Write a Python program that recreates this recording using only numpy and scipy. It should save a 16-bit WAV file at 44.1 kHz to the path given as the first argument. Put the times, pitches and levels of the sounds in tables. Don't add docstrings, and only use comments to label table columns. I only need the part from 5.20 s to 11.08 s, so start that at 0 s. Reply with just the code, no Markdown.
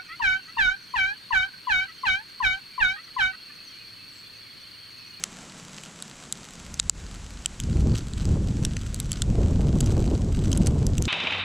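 import sys
import numpy as np
from scipy import signal
from scipy.fft import rfft, irfft
from scipy.io import wavfile
from scipy.ndimage import uniform_filter1d, minimum_filter1d

SR = 44100
rng = np.random.default_rng(int(sys.argv[2]) if len(sys.argv) > 2 else 0)


def to_wav(s):
    ch = np.atleast_2d(s).T
    pcm = np.round(np.clip(ch, -1, 1) * 32767)
    wavfile.write(sys.argv[1], SR, pcm.astype(np.int16))


N = 259308
TIME_S = np.arange(N) / SR
FULL_GUST_DB = -21

# f/Hz, relative density/dB
SNOW_HISS_SPECTRUM = [(30, 6), (200, 11), (450, 6.5), (900, 4.5), (1250, 4.5), (1500, 4), (2200, 2.5),
                      (5200, 0), (7700, 3), (8300, -2), (9100, -11), (10400, -8), (11900, -25.5),
                      (13800, -22), (14800, -42), (16000, -58)]
RUMBLE_SPECTRUM = [(20, -20), (90, -18), (115, -2.5), (190, 6.5), (260, -4.5), (400, -23), (800, -67)]
SWELL_SPECTRUM = [(10, -19.5), (22, -0.5), (45, 3.5), (80, -3), (140, -15.5), (300, -38.5), (600, -79)]
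BUFFET_SPECTRUM = [(10, -45), (22, -24.5), (50, -1), (85, -0.5), (150, -3), (220, -8.5), (320, -18),
                   (500, -41), (900, -85)]
FLUTTER_SPECTRUM = [(100, -26), (220, -3), (330, 2.5), (450, -3), (600, -9), (800, -15.5), (1100, -21.5),
                    (1800, -41)]
# f/Hz, width/Hz, level/dB
CASING_LOW_MODES = [(1407, 380, 3), (2150, 1970, 4), (3053, 960, 6), (4030, 990, 5), (4810, 530, 2.5)]
CASING_MID_MODES = [(5710, 1100, 1.1), (6340, 950, 2.1), (7680, 1310, 3.5)]
CASING_HIGH_MODES = [(9970, 1240, 3.4), (11270, 1500, 0.84), (12900, 720, 0.3)]
# t/s, half length/s, level/dB
GRAIN_FLURRIES = [(2.767, 0.026, -43), (2.998, 0.03, -47), (3.777, 0.26, -49.5), (4.717, .09, -47.5),
                  (4.919, 0.078, -46), (5.218, 0.047, -46.5), (5.427, 0.054, -46), (5.87, 0.031, -46)]
# t/s, level over 1 ms/dB, brightness/dB, crumble/ms, knock/Hz, ping/Hz
PELLET_HITS = [(0.0382, -13.5, 1.5, 1.1, 3450, 6870), (0.583, -31.5, -9, 1.4, 2700, 6700),
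               (0.6354, -31.5, -4.5, 2.7, 3400, 7750), (0.8238, -24.5, 0, 0.62, 4100, 7940),
               (1.1246, -16.5, 2.5, 1.6, 4300, 7160), (1.5417, -27.5, 2, 0.89, 4730, 6600),
               (1.593, -25, -6, 3.6, 4800, 7400), (1.5982, -9.5, -5.5, 1.1, 4030, 7000),
               (1.6966, -7.5, 0.5, 0.12, 5600, 7740), (2.259, -12.5, -1, 1, 2970, 8200),
               (2.401, -21.5, -0.5, 0.43, 3060, 8050), (2.4366, -32, -2, .2, 4800, 6070),
               (2.7554, -33.5, -8, .2, 2820, 6900), (2.7836, -30, 0, .3, 4500, 6600),
               (2.9354, -30, -5, 0.25, 3680, 7600), (3.054, -29, -2, 0.22, 4670, 7260),
               (3.4498, -15.5, 0.5, 2.1, 3500, 7000), (3.5674, -24, -4.5, 1.1, 2470, 6700),
               (3.7444, -23.5, 3.5, 0.4, 4470, 8300), (3.801, -19, 4.5, 0.44, 4300, 7900),
               (3.9178, -17.5, 3, 0.59, 3070, 7840), (3.9302, -24, -3, 0.63, 4730, 7900),
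               (4.0198, -15.5, -2, 1.6, 3600, 7400), (4.6055, -21, 2, 0.21, 3220, 7340),
               (4.6084, -20, 1.5, 0.097, 4650, 7100), (4.6616, -29.5, 2, 0.72, 4600, 6260),
               (5.3161, -24, -2, 2.6, 4600, 7900), (5.329, -19, -0.5, 1.4, 3080, 6560),
               (5.3751, -21.5, 8, 1.2, 3120, 7100), (5.461, -26.5, 1, 1.2, 4600, 7150),
               (5.47, -19.5, 3, .55, 4600, 6500), (5.473, -23.5, 3, .94, 2620, 7400),
               (5.667, -21.5, 2.5, 0.095, 4800, 7100), (5.781, -21.5, 0.5, 1.4, 3060, 7200),
               (5.8234, -20.5, 6, 0.13, 5000, 6560), (5.8534, -23, -5, 2.1, 4430, 6900)]
# t/s, level/dB
WIND_STRENGTH = [(0, -63), (1.15, -60.5), (1.3, -57.5), (1.64, -38), (2.36, -44.5), (2.47, -23.5),
                 (2.72, -19), (2.79, -30.5), (2.91, -34), (3.14, -18.5), (3.16, -22.5), (3.42, -24.5),
                 (3.6, -31.5), (4.0, -30), (4.08, -21.5), (4.56, -19.5), (5.13, -24.5), (5.41, -19),
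                 (5.8, -23.5), (5.88, -23.5)]
# t/s, half length/s, flutter boost/dB
SUDDEN_BUFFETS = [(2.58, 0.018, 6.5), (2.676, 0.025, 6.5), (3.095, 0.055, 3.5), (3.407, 0.024, 4.5),
                  (4.207, 0.033, 8.5), (4.777, 0.038, 6.5), (4.926, 0.036, 7)]
# f/Hz, gain/dB
WIND_ROLLOFF = [(1500, 0), (5000, -60)]
# f/Hz, side re middle/dB
PORT_DIFFERENCE = [(100, -43), (500, -43), (1000, -49), (2000, -46), (4000, -40.5), (8000, -38),
                   (11400, -28), (12100, -2.5), (14000, -4), (16000, -3)]


def amp(db):
    return 10 ** (np.asarray(db) / 20)


def unit(x):
    return x / np.sqrt(np.mean(x ** 2) + 1e-20)


def filtered(x, curve):
    hz, db = np.transpose(curve)
    gain_db = np.interp(np.log(np.fft.rfftfreq(N, 1 / SR) + 1), np.log(hz), db)
    return irfft(rfft(x) * amp(gain_db), N)


def noise(spectrum):
    return unit(filtered(rng.standard_normal(N), spectrum))


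def wander(rate_hz):
    low_pass = np.exp(-(np.fft.rfftfreq(N, 1 / SR) / rate_hz) ** 2)
    return unit(irfft(rfft(rng.standard_normal(N)) * low_pass, N))


def hump(at_s, half_s):
    return np.exp(-((TIME_S - at_s) / half_s) ** 2)


def wind_db(lag_s=0):
    return np.interp(TIME_S - lag_s, *np.transpose(WIND_STRENGTH))


def grains(per_s, spread_db, max_spreads=3.1):
    impulses = (rng.random(N) < per_s / SR) * rng.choice([-1, 1], N)
    return impulses * amp(spread_db * np.minimum(rng.exponential(1, N), max_spreads))


def snow_hiss(level_db=-46.5, fade_db_per_s=0.67, sway_db=0.6, crackle=0.43):
    impacts = rng.standard_normal(N) + crackle * unit(grains(per_s=2200, spread_db=1.4))
    hiss = unit(filtered(impacts, SNOW_HISS_SPECTRUM))
    return hiss * amp(level_db - fade_db_per_s * TIME_S + sway_db * wander(12))


def tick(low_db, high_db, crumble_ms, knock_hz, ping_hz, focus_db, detune=0.028, chips=0.77, size=400):
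    t = np.arange(size) / SR
    fragments = chips * rng.standard_normal(size) * (rng.random(size) < 0.25)
    blow = fragments * np.exp(-1000 * t / max(crumble_ms, 0.05))
    blow[0] = 1
    groups = [(CASING_LOW_MODES, low_db, knock_hz), (CASING_MID_MODES, 0, ping_hz),
              (CASING_HIGH_MODES, high_db, CASING_HIGH_MODES[0][0])]
    out = np.zeros(size)
    for modes, group_db, favoured_hz in groups:
        group = np.zeros(size)
        for hz, width_hz, db in modes:
            off_spot_db = focus_db * np.tanh(3 * abs(np.log2(hz / favoured_hz)))
            detuned_hz = hz * (1 + detune * rng.standard_normal())
            phase = 2 * np.pi * (detuned_hz * t + rng.random())
            ring = t * np.exp(-np.pi * width_hz * t) * np.sin(phase)
            group += amp(db - off_spot_db) * unit(np.convolve(blow, ring)[:size])
        out += amp(group_db) * unit(group)
    return out / np.linalg.norm(out)


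def patter(calm_db=-54.5, gust_db=-54, calm_per_s=135, spots=24, crowding=0.6):
    power = amp(calm_db) ** 2 + amp(gust_db) ** 2 * amp(wind_db() - FULL_GUST_DB)
    for at_s, half_s, db in GRAIN_FLURRIES:
        power += amp(db) ** 2 * hump(at_s, half_s)
    crowd = (power / power.min()) ** crowding
    spot_per_s = calm_per_s * crowd * amp(2.5 * wander(14)) / spots
    out = np.zeros(N)
    for _ in range(spots):
        spot = tick(low_db=rng.normal(1.2, 5.1), high_db=rng.normal(-16, 2.8), crumble_ms=0.2,
                    knock_hz=rng.uniform(1140, 6400), ping_hz=rng.uniform(3500, 10000), focus_db=-1)
        impacts = grains(spot_per_s, spread_db=7.7, max_spreads=2.59)
        out += signal.oaconvolve(impacts, spot)[:N]
    return unit(out / np.sqrt(crowd)) * np.sqrt(power)


def far_rumble(level_db=-51):
    return amp(level_db) * noise(RUMBLE_SPECTRUM)


def pellets(low_db=-3.5, high_db=-10.5, hard_db=-13.5, focus_db=14.5, hard_focus=1.5):
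    samples_per_ms = SR / 1000
    out = np.zeros(N)
    for at_s, db, bright_db, crumble_ms, knock_hz, ping_hz in PELLET_HITS:
        pure_db = max(db - hard_db, 0)
        ring = tick(low_db - bright_db - pure_db, high_db + bright_db - pure_db,
                    crumble_ms, knock_hz, ping_hz, focus_db + hard_focus * pure_db)
        span = out[round(at_s * SR):][:len(ring)]
        span += amp(db) * np.sqrt(samples_per_ms) * ring[:len(span)]
    return out


def sleet():
    return pellets() + patter() + snow_hiss()


def turbulence(spectrum, lumps_db, window_samples=3600):
    lumpy = noise(spectrum) * amp(lumps_db)
    power = uniform_filter1d(uniform_filter1d(lumpy ** 2, window_samples), window_samples)
    return lumpy / np.sqrt(power + 1e-12)


def flutter_db(full_db=-38.5, slope=1.18, lag_s=0.023, turn_at_s=3.87, turn_length_s=0.84, turn_db=4):
    turned = np.clip((TIME_S - turn_at_s) / turn_length_s, 0, 1)
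    return full_db + slope * (wind_db(lag_s) - FULL_GUST_DB) + turn_db * turned


def wind(swell_db=-12, swell_slope=0.71, buffet_db=-1.28, thump_share=0.15):
    lumps, gust_db = wander(33.5), wind_db()
    sudden_db = sum(db * hump(at_s, half_s) for at_s, half_s, db in SUDDEN_BUFFETS)
    swell_onset = np.clip((gust_db + 65) / 16, 0.1, 1)
    buffet_onset = np.clip((gust_db + 58) / 26, 0.3, 1)
    swell_gain = swell_onset * amp(swell_slope * gust_db + swell_db)
    buffet_gain = buffet_onset * amp(gust_db + buffet_db + thump_share * sudden_db)
    swell = turbulence(SWELL_SPECTRUM, lumps) * swell_gain
    buffet = turbulence(BUFFET_SPECTRUM, 1.54 * lumps) * buffet_gain
    fast_lumps_db = 1.36 * lumps + 3.3 * wander(100)
    flutter = turbulence(FLUTTER_SPECTRUM, fast_lumps_db) * amp(flutter_db() + sudden_db)
    return filtered(swell + buffet + flutter, WIND_ROLLOFF)


def gain_control(x, threshold_db=-17, slope=0.91, recovery_db_per_s=130, window=44, hold_samples=900):
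    treble = np.diff(x, prepend=0)
    power = abs(uniform_filter1d((treble ** 2).mean(0), window))
    over_db = slope * np.maximum(10 * np.log10(power + 1e-12) - threshold_db, 0)
    held_db = -minimum_filter1d(-over_db, hold_samples, origin=(hold_samples - 1) // 2)
    recovery_db = TIME_S * recovery_db_per_s
    duck_db = np.maximum.accumulate(held_db + recovery_db) - recovery_db
    late_duck_db = np.pad(uniform_filter1d(duck_db, window), (2 * window, 0))[:N]
    return x * amp(-late_duck_db)


def scene():
    middle = sleet() + wind() + far_rumble()
    side = filtered(sleet(), PORT_DIFFERENCE)
    return np.array([middle + side, middle - side])


def record(dry, ceiling=0.9, asymmetry=0.071, cutoff_hz=16200):
    ducked = gain_control(dry)
    squashed = ducked / (1 + (ducked / ceiling) ** 6) ** (1 / 6)
    lopsided = squashed + asymmetry * squashed ** 2
    low_pass = signal.firwin(255, cutoff_hz, window=("kaiser", 9), fs=SR)
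    return signal.oaconvolve(lopsided, low_pass[None], "same")


dry = scene()
out = record(dry)
to_wav(out)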